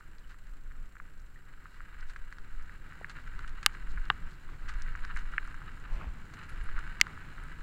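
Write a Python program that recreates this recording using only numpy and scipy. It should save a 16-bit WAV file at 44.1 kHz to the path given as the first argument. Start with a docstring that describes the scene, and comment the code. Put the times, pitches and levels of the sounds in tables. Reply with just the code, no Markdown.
"""Mountain bike on loose gravel

A bike gathers speed downhill, heard from a helmet camera. Tyres crunch, scrape and spray grit;
the bike knocks over bumps, metal parts chink, and three flung stones ring the frame.
Speed drives the faint freewheel and the rush of air. Gusts rumble on the microphone,
and dry grass brushes the wheels once."""
import sys
import numpy as np
from scipy import signal
from scipy.fft import rfft, irfft, next_fast_len
from scipy.io import wavfile
from scipy.ndimage import uniform_filter1d

SR = 44100
rng = np.random.default_rng(int(sys.argv[2]) if len(sys.argv) > 2 else 0)


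def to_wav(s):
    """Save 16-bit WAV."""
    ch = np.atleast_2d(s).T  # columns
    pcm = np.round(np.clip(ch, -1, 1) * 32767)  # PCM
    wavfile.write(sys.argv[1], SR, pcm.astype(np.int16))


N = 336042
TIME_S = np.arange(N) / SR
HIT_S = TIME_S[:SR // 8]
TOP_HZ = 15800

# Tread grinding gravel. Each row: time in seconds, base level in dB.
CRUNCH_LEVEL = [(0.0, -64), (0.5, -67), (1.3, -67), (1.62, -61.5), (2.05, -58), (2.6, -60), (3.35, -55.5),
                (3.85, -55.5), (4.08, -53.5), (4.27, -59), (4.57, -63), (4.7, -52.5), (5.1, -52),
                (5.3, -50.5), (5.92, -61), (6.24, -63.5), (6.38, -55), (6.56, -54.5), (6.77, -50.5),
                (6.98, -51.5), (7.2, -55), (7.62, -54.5)]
# Bike speed. Each row: time in seconds, speed in m/s.
BIKE_SPEED = [(0, 3.53), (1.3, 3.2), (2.2, 3.57), (3.0, 6.7), (3.8, 7.3), (5.2, 7.54), (6.2, 9.3),
              (7.62, 8.7)]
# Gusts on the microphone. 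Each row: peak time in seconds, fade in seconds, peak in dB.
WIND_GUSTS = [(0.55, 0.18, -40.5), (0.79, 0.1, -39), (2.04, 0.51, -35), (2.58, 0.14, -35),
              (3.28, 0.59, -36), (3.94, 0.21, -27), (4.21, 0.24, -34.5), (4.76, 0.73, -27.5),
              (5.28, 0.49, -36), (5.95, 0.22, -30.5), (6.65, 0.4, -28)]
# Bumps and larger loose stones. Each row: start in seconds, peak in dB, pitch in Hz.
BUMP_KNOCKS = [(0.008, -41, 1440), (0.3436, -44, 1470), (0.7114, -46, 1670), (0.7176, -44, 1600),
               (0.954, -42.5, 1440), (0.9675, -39, 1600), (0.9999, -32, 1540), (1.656, -36.5, 1410),
               (1.805, -34.5, 1490), (1.889, -47, 1480), (1.9447, -41, 1660), (2.023, -43.5, 1460),
               (2.161, -31, 1560), (2.3255, -33, 1640), (2.384, -37.5, 1440), (2.597, -42, 1620),
               (2.695, -37.5, 1680), (2.9104, -43, 1510), (2.923, -36.5, 1610), (3.045, -25, 1720),
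               (3.186, -37, 1570), (3.2767, -36.5, 1540), (3.392, -32.5, 1510), (3.446, -36, 1490),
               (3.749, -36, 1750), (3.9747, -33, 1620), (3.9794, -32.5, 1550), (4.061, -38, 1540),
               (4.1108, -31, 1260), (4.49, -38, 1370), (4.8836, -34, 1670), (4.952, -27.5, 1580),
               (5.0494, -29, 1480), (5.1006, -39, 1470), (5.110, -34.5, 1570), (5.164, -26, 1750),
               (5.3367, -31.5, 1440), (5.3807, -13.5, 1830), (5.477, -36, 1330), (5.543, -33.5, 1460),
               (5.6175, -38.5, 1450), (6.0123, -34.5, 1300), (6.6891, -34, 1440), (6.765, -34.5, 1560),
               (6.779, -29.5, 1490), (6.789, -33, 1420), (7.068, -29.5, 1410), (7.1757, -35.5, 1420),
               (7.3809, -36, 1560)]
# Chips on rims and spokes. Each row: start in seconds, peak in dB, pitch in Hz.
CHIP_TICKS = [(0.184, -49, 4700), (1.196, -57, 5200), (1.2005, -53, 6500), (2.009, -47, 5100),
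              (2.385, -46.5, 4600), (2.6247, -51.5, 6000), (3.098, -47, 5200), (3.4933, -55, 5800),
              (4.054, -46, 4530), (4.687, -42, 5500), (4.8213, -34.5, 5870), (4.9587, -47, 6200),
              (5.0502, -38, 5070), (5.1605, -43, 7800), (5.171, -40, 7000), (5.319, -52, 7200),
              (5.475, -47.5, 6940), (5.544, -50, 6750), (6.639, -53, 8500), (6.791, -45, 8050),
              (7.068, -44.5, 4180), (7.437, -48, 9500)]
# Chain, spokes and brakes. Each row: start in seconds, peak in dB, pitch in Hz.
METAL_CHINKS = [(0.239, -60, 3070), (1.358, -48, 1960), (3.097, -46.5, 4410), (5.443, -62, 10650),
                (6.493, -54.5, 11100), (6.636, -55.5, 10600)]
# Sideways tyre slips. Each row: start in seconds, peak in dB, length in seconds.
TYRE_SCRAPES = [(0.267, -53.5, 0.087), (1.663, -57, 0.17), (2.057, -52, 0.05), (3.15, -56, 0.13),
                (3.72, -50.5, 0.042), (3.886, -49, 0.042), (4.274, -52, 0.09), (5.889, -52, 0.11)]
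# Loose heaps under the tread. Each row: start in seconds, peak in dB.
HEAP_SCRUNCHES = [(0.290, -42.5), (0.308, -45.5), (0.695, -52.5), (1.521, -45), (1.921, -49), (2.895, -46),
                  (3.16, -38), (3.263, -47), (3.424, -38.5), (3.565, -39), (3.733, -47), (4.677, -39.5),
                  (5.019, -40), (5.094, -37.5), (5.158, -34), (5.666, -39), (5.834, -38), (6.375, -38.5),
                  (6.402, -40.5), (6.755, -42), (6.778, -40)]
# Grit thrown off the tyres. Each row: start in seconds, peak in dB, T60 in seconds.
GRIT_SPRAYS = [(2.004, -44.5, 0.021), (2.0967, -41, 0.07), (2.163, -39, 0.038), (2.325, -40, 0.029),
               (3.096, -36.5, 0.09), (3.113, -42, 0.035), (3.274, -42, 0.045), (3.391, -35.5, 0.035),
               (3.477, -41.5, 0.021), (3.493, -40.5, 0.018), (3.629, -32.5, 0.052), (4.689, -35.5, 0.079),
               (4.738, -41, 0.027), (5.17, -34.5, 0.023), (5.187, -41, 0.087), (6.338, -36.5, 0.04),
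               (6.39, -44, 0.03), (6.434, -41, 0.056), (6.492, -42, 0.069), (6.79, -43, 0.025),
               (7.001, -35, 0.02)]
# Bedded rocks, and the suspension bottoming out in a dip. Each row: start in seconds, peak in dB, pitch in Hz.
THUDS = [(3.013, -38, 610), (4.102, -35, 410), (4.101, -37, 132), (6.043, -37.5, 890),
         (6.070, -30, 45.3)]
# Stones on the frame. Each row: start in seconds, peak before soft clipping in dB, low and high edges
# in Hz, band missed at that spot in Hz, stone's ring in Hz, its relative level in dB, tick peak in dB.
STONE_STRIKES = [(3.6622, 4, 1210, 14000, 1030, 2870, -9, -46),
                 (4.101, -8, 810, 3450, 2410, 1570, 6.5, -66),
                 (7.013, 0.5, 2000, 7730, 3800, 2080, 12, -19)]
# Frame resonances. Each row: frequency in Hz, T60 in seconds, relative level in dB.
FRAME_MODES = [(832, 0.027, -7), (1223, 0.011, 5), (1665, 0.0052, 6), (2110, 0.017, -14.5),
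               (2850, 0.0038, 10.5), (3730, 0.0077, 2.5), (4480, 0.0063, -1.5), (6550, 0.004, -8.5),
               (10030, 0.012, -16)]

# Source spectra. Each row: frequency in Hz, relative density in dB.
CRUNCH_SPECTRUM = [(400, -51), (700, -23.5), (1000, -7.5), (1300, 1.5), (1550, 3), (2000, -6),
                   (2500, -12.5), (2900, -9.5), (3350, -25), (4000, -17), (6000, -53.5), (14000, -59)]
GRIT_SPECTRUM = [(2000, 4), (3400, -13), (4050, 4.5), (5000, -3.5), (6000, -15), (7200, -3.5), (8600, -10),
                 (9600, -7), (11000, -22), (15000, -54)]
BUFFET_SPECTRUM = [(3, -5.5), (8, -5.5), (14, 2), (24, -1), (36, -12.5), (60, -21.5), (100, -34.5),
                   (200, -89), (3000, -130)]
RUSH_SPECTRUM = [(30, -13), (70, 4.5), (108, -3), (152, -0.5), (205, -9.5), (280, -11.5), (450, -20),
                 (650, -25), (1500, -15.5), (15000, -63)]
PAWL_SPECTRUM = [(1500, -0.5), (3000, 2.5), (3500, -12), (4000, 2.5), (5000, -9.5), (6000, -10), (7100, 0),
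                 (7600, -6.5), (8100, -6.5), (8700, -8), (9400, -8.5), (10500, -19.5), (15000, -21)]
SCRAPE_SPECTRUM = [(1500, -27), (2800, 2), (3400, -2), (4100, 4), (5800, -6), (7500, -4), (10000, -19),
                   (15000, -25)]
SPRAY_SPECTRUM = [(700, -8), (1500, 17), (3300, -1), (4200, 2), (5300, -6.5), (7300, -4), (10000, -18.5),
                  (15000, -34)]
GRASS_SPECTRUM = [(200, -2), (500, -4.5), (950, -1), (1500, -3.5), (2700, -8), (3400, -21), (4200, -27),
                  (7000, -36), (13000, -47)]
HISS_SPECTRUM = [(200, 13.5), (500, 11.5), (1000, -7.5), (4000, -7), (9000, -8.5), (16000, -6.5)]


def undb(db):
    """Decibels to gain."""
    return 10 ** (np.asarray(db) / 20)


def curve(table):
    """Linear interpolation of (time, value) rows over the scene."""
    return np.interp(TIME_S, *np.transpose(table))


def unit_rms(x):
    """Scale to rms 1."""
    return x / np.sqrt(np.mean(x ** 2))


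def colour(x, spectrum):
    """Minimum-phase filter with the given (Hz, dB) outline."""
    size = next_fast_len(2 * len(x), True)
    size += size % 2
    hz, db = np.transpose(spectrum)
    bin_hz = np.arange(size // 2 + 1) * SR / size
    gain_db = np.interp(np.log(bin_hz + 1), np.log(hz), db)
    cepstrum = irfft(np.log(undb(gain_db)))
    cepstrum[1:size // 2] *= 2
    cepstrum[size // 2 + 1:] = 0
    return irfft(rfft(x, size) * np.exp(rfft(cepstrum)))[:len(x)]


def band(x, low_hz, high_hz, order=2):
    """Band-pass, upper edge capped at TOP_HZ."""
    sos = signal.butter(order, [low_hz, min(high_hz, TOP_HZ)], "band", fs=SR, output="sos")
    return signal.sosfilt(sos, x)


def notch(x, hz, q):
    """Remove one narrow band."""
    return signal.lfilter(*signal.iirnotch(hz, q, fs=SR), x)


def wander(rate_hz):
    """Random steps, slewed; rms 1."""
    hold = int(SR / rate_hz)
    steps = rng.standard_normal(N // 100)[np.arange(N) // hold]
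    return unit_rms(uniform_filter1d(steps, hold))


def grains(per_s, spread_db, size=N):
    """Random clicks; positive spread makes a few louder, negative a few softer."""
    strength = undb(spread_db * np.minimum(rng.exponential(size=size), 4))
    occurs = rng.random(size) < per_s / SR
    return occurs * np.sign(rng.standard_normal(size)) * strength


def decay(t60_s):
    """Exponential envelope for one hit."""
    return undb(-60 * HIT_S / t60_s)


def swell(time_s, length_s):
    """Half-sine envelope."""
    return np.sin(np.pi * np.clip(time_s / length_s, 0, 1))


def scatter(x, tail_db, t60_s):
    """Direct sound plus a short smear off bike, rider and ground."""
    onset = 1 - np.exp(-HIT_S / 0.00051)
    tail = rng.standard_normal(len(HIT_S)) * decay(t60_s) * onset
    return x + undb(tail_db) * signal.fftconvolve(x, tail / np.linalg.norm(tail))[:len(x)]


def add(out, start_s, peak_db, sound):
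    """Mix in a sound at the given peak level."""
    start = max(int(start_s * SR), 0)
    part = sound[:N - start]
    out[start:start + len(part)] += undb(peak_db) * part / np.abs(sound).max()


def gravel(crunch_db):
    """Stones and pebbles grind under the tread in uneven patches; fine grit crackles above."""
    patches = wander(rate_hz=45)
    pebbles = unit_rms(scatter(grains(per_s=70, spread_db=1.5), tail_db=-2, t60_s=0.04))
    grinding = unit_rms(scatter(grains(per_s=1600, spread_db=3), tail_db=-2, t60_s=0.035))
    crackle = unit_rms(scatter(grains(per_s=1200, spread_db=3.5), tail_db=-5, t60_s=0.021))
    crunch = unit_rms(colour(grinding + undb(-3.5) * pebbles, CRUNCH_SPECTRUM))
    grit = unit_rms(colour(crackle + undb(-1.5) * pebbles, GRIT_SPECTRUM))
    grit_db = -69 + 0.8 * (crunch_db + 55)  # follows the crunch, more gently
    return crunch * undb(crunch_db + 1.16 * patches) + grit * undb(grit_db + patches)


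def wind(speed_m_s, cruise_m_s=7, gust_attack_s=0.2):
    """Large eddies buffet the microphone, hardest in gusts; small ones rush round the helmet."""
    excess_m_s = speed_m_s - cruise_m_s
    headwind_db = -43.5 + 0.2 * excess_m_s + 1.5 * wander(rate_hz=4.4)
    gusts = sum(undb(peak_db) * np.interp(TIME_S - peak_s, [-gust_attack_s, 0, fade_s], [0, 1, 0])
                for peak_s, fade_s, peak_db in WIND_GUSTS)
    buffet = unit_rms(colour(rng.standard_normal(N), BUFFET_SPECTRUM))
    rush = unit_rms(colour(rng.standard_normal(N), RUSH_SPECTRUM))
    rush_db = -54.5 + 1.74 * excess_m_s + 1.5 * wander(rate_hz=25)
    return buffet * np.hypot(undb(headwind_db), gusts) + rush * undb(rush_db)


def freewheel(speed_m_s, nominal_clicks_per_m=8, decay_s=0.0069, rms_db=-73):
    """Pawls drop over the ratchet, quicker with speed; shaking varies their timing and force."""
    jitter = np.exp(0.22 * wander(rate_hz=25))
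    rate_hz = nominal_clicks_per_m * speed_m_s * jitter
    teeth = np.cumsum(rate_hz) / SR
    force_db = 2 * rng.standard_normal(N // 100)[teeth.astype(int)]
    since_drop_s = (teeth % 1) / rate_hz
    drops = rng.standard_normal(N) * np.exp(-since_drop_s / decay_s) * undb(force_db)
    return undb(rms_db) * unit_rms(colour(drops, PAWL_SPECTRUM))


def padded_ring(blow, hz):
    """A padded blow rings for a few cycles, with a faint smear."""
    ring = band(blow, hz * 0.85, hz * 1.102, order=1)
    ring = band(ring, hz * 0.62, hz * 1.46, order=4)
    return scatter(ring, tail_db=-12, t60_s=0.02)


def knocks():
    """The bike takes one padded blow per bump."""
    out, blow = np.zeros(N), signal.unit_impulse(len(HIT_S))
    for start_s, peak_db, hz in BUMP_KNOCKS:
        add(out, start_s, peak_db, padded_ring(blow, hz))
    return out


def rattle(crunch_db, relative_db=-14.5):
    """Light random knocks, louder on rougher trail."""
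    blows = grains(per_s=10, spread_db=-2.5)
    return unit_rms(padded_ring(blows, hz=1460)) * undb(crunch_db + relative_db)


def ticks():
    """Lone chips hit rims and spokes: hard, bright clicks."""
    out, blow = np.zeros(N), signal.unit_impulse(len(HIT_S))
    for start_s, peak_db, hz in CHIP_TICKS:
        click = band(blow, hz * 0.66, hz * 1.15)
        add(out, start_s, peak_db, scatter(click, tail_db=-5, t60_s=0.016))
    return out


def chinks():
    """Metal parts touch and ring briefly, high and thin."""
    out = np.zeros(N)
    for start_s, peak_db, hz in METAL_CHINKS:
        contact = rng.standard_normal(len(HIT_S)) * decay(t60_s=0.047)
        add(out, start_s, peak_db, band(contact, hz * 0.916, hz * 1.01))
    return out


def scrapes():
    """Rubber slides over fine grit: a bright, grainy swish."""
    out, time_s = np.zeros(N), TIME_S[:SR // 4]
    for start_s, peak_db, length_s in TYRE_SCRAPES:
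        clicks = grains(per_s=5000, spread_db=6, size=len(time_s)) * swell(time_s, length_s)
        add(out, start_s, peak_db, colour(clicks, SCRAPE_SPECTRUM))
    return out


def scrunches():
    """A heap of stones gives way: dense clicks swell and fade."""
    out = np.zeros(N)
    for start_s, peak_db in HEAP_SCRUNCHES:
        clicks = grains(per_s=3300, spread_db=6, size=len(HIT_S)) * swell(HIT_S, length_s=0.031)
        add(out, start_s, peak_db, colour(clicks, CRUNCH_SPECTRUM))
    return out


def sprays():
    """A chip hits the bike; finer clicks die away behind it."""
    out, chip = np.zeros(N), undb(3) * signal.unit_impulse(len(HIT_S), SR // 1000)
    for start_s, peak_db, t60_s in GRIT_SPRAYS:
        clicks = grains(per_s=4000, spread_db=3.5, size=len(HIT_S)) * decay(t60_s)
        add(out, start_s, peak_db, colour(clicks + chip, SPRAY_SPECTRUM))
    return out


def thuds():
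    """Rubber on rock, or the suspension bottoming out: a low, short thump."""
    out, blow = np.zeros(N), signal.unit_impulse(len(HIT_S))
    for start_s, peak_db, hz in THUDS:
        thump = band(blow, hz * 0.69, hz * 1.34)
        add(out, start_s, peak_db, scatter(thump, tail_db=-15, t60_s=0.0054))
    return out


def stones(hollow_hz=3130, hollow_width_hz=220):
    """Hard contact rings frame and stone; its place and duration select the modes."""
    out = np.zeros(N)
    frame = sum(undb(db) * decay(t60_s) * np.cos(2 * np.pi * hz * HIT_S)
                for hz, t60_s, db in FRAME_MODES)
    tick = band(signal.unit_impulse(len(HIT_S)), 9600, 12000)
    for start_s, peak_db, low_hz, high_hz, missed_hz, ring_hz, ring_db, tick_db in STONE_STRIKES:
        stone = undb(ring_db) * decay(t60_s=0.0089) * np.cos(2 * np.pi * ring_hz * HIT_S)
        struck = band(frame + stone, low_hz, TOP_HZ, order=3)
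        struck = notch(struck, missed_hz, q=4.3)
        # Thin tubes radiate little bass; contact time limits the top.
        radiated = band(struck, 700, high_hz, order=6)
        radiated = notch(radiated, hollow_hz, q=hollow_hz / hollow_width_hz)  # band not radiated
        add(out, start_s, peak_db, scatter(radiated, tail_db=-17, t60_s=0.0085))
        add(out, start_s, tick_db, tick)
    return out


def grass(peak_s=6.02, attack_s=0.21, release_s=0.11, level_db=-50):
    """Dry blades brush the wheels where the trail narrows."""
    contact = np.interp(TIME_S - peak_s, [-attack_s, 0, release_s], [0, 1, 0])
    blades = unit_rms(colour(grains(per_s=4000, spread_db=3.5), GRASS_SPECTRUM))
    return blades * undb(level_db) * contact


def scene():
    """Trail, bike and wind, in mono."""
    speed_m_s, crunch_db = curve(BIKE_SPEED), curve(CRUNCH_LEVEL)
    trail = gravel(crunch_db) + scrunches() + scrapes() + sprays() + ticks() + thuds() + grass()
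    bike = knocks() + rattle(crunch_db) + stones() + chinks() + freewheel(speed_m_s)
    return (trail + bike + wind(speed_m_s))[None]


def record(dry):
    """The camera soft-clips the cracks, adds hiss and a thin whine, and cuts the top."""
    hiss_db, whine_db, whine_hz = -70.5, -81, 7639
    hiss = undb(hiss_db) * unit_rms(colour(rng.standard_normal(N), HISS_SPECTRUM))
    whine = undb(whine_db) * unit_rms(np.sin(2 * np.pi * whine_hz * TIME_S))
    lowpass = signal.ellip(10, 0.2, 70, TOP_HZ, fs=SR, output="sos")
    return signal.sosfilt(lowpass, np.tanh(dry) + hiss + whine)


dry = scene()
out = record(dry)
to_wav(out)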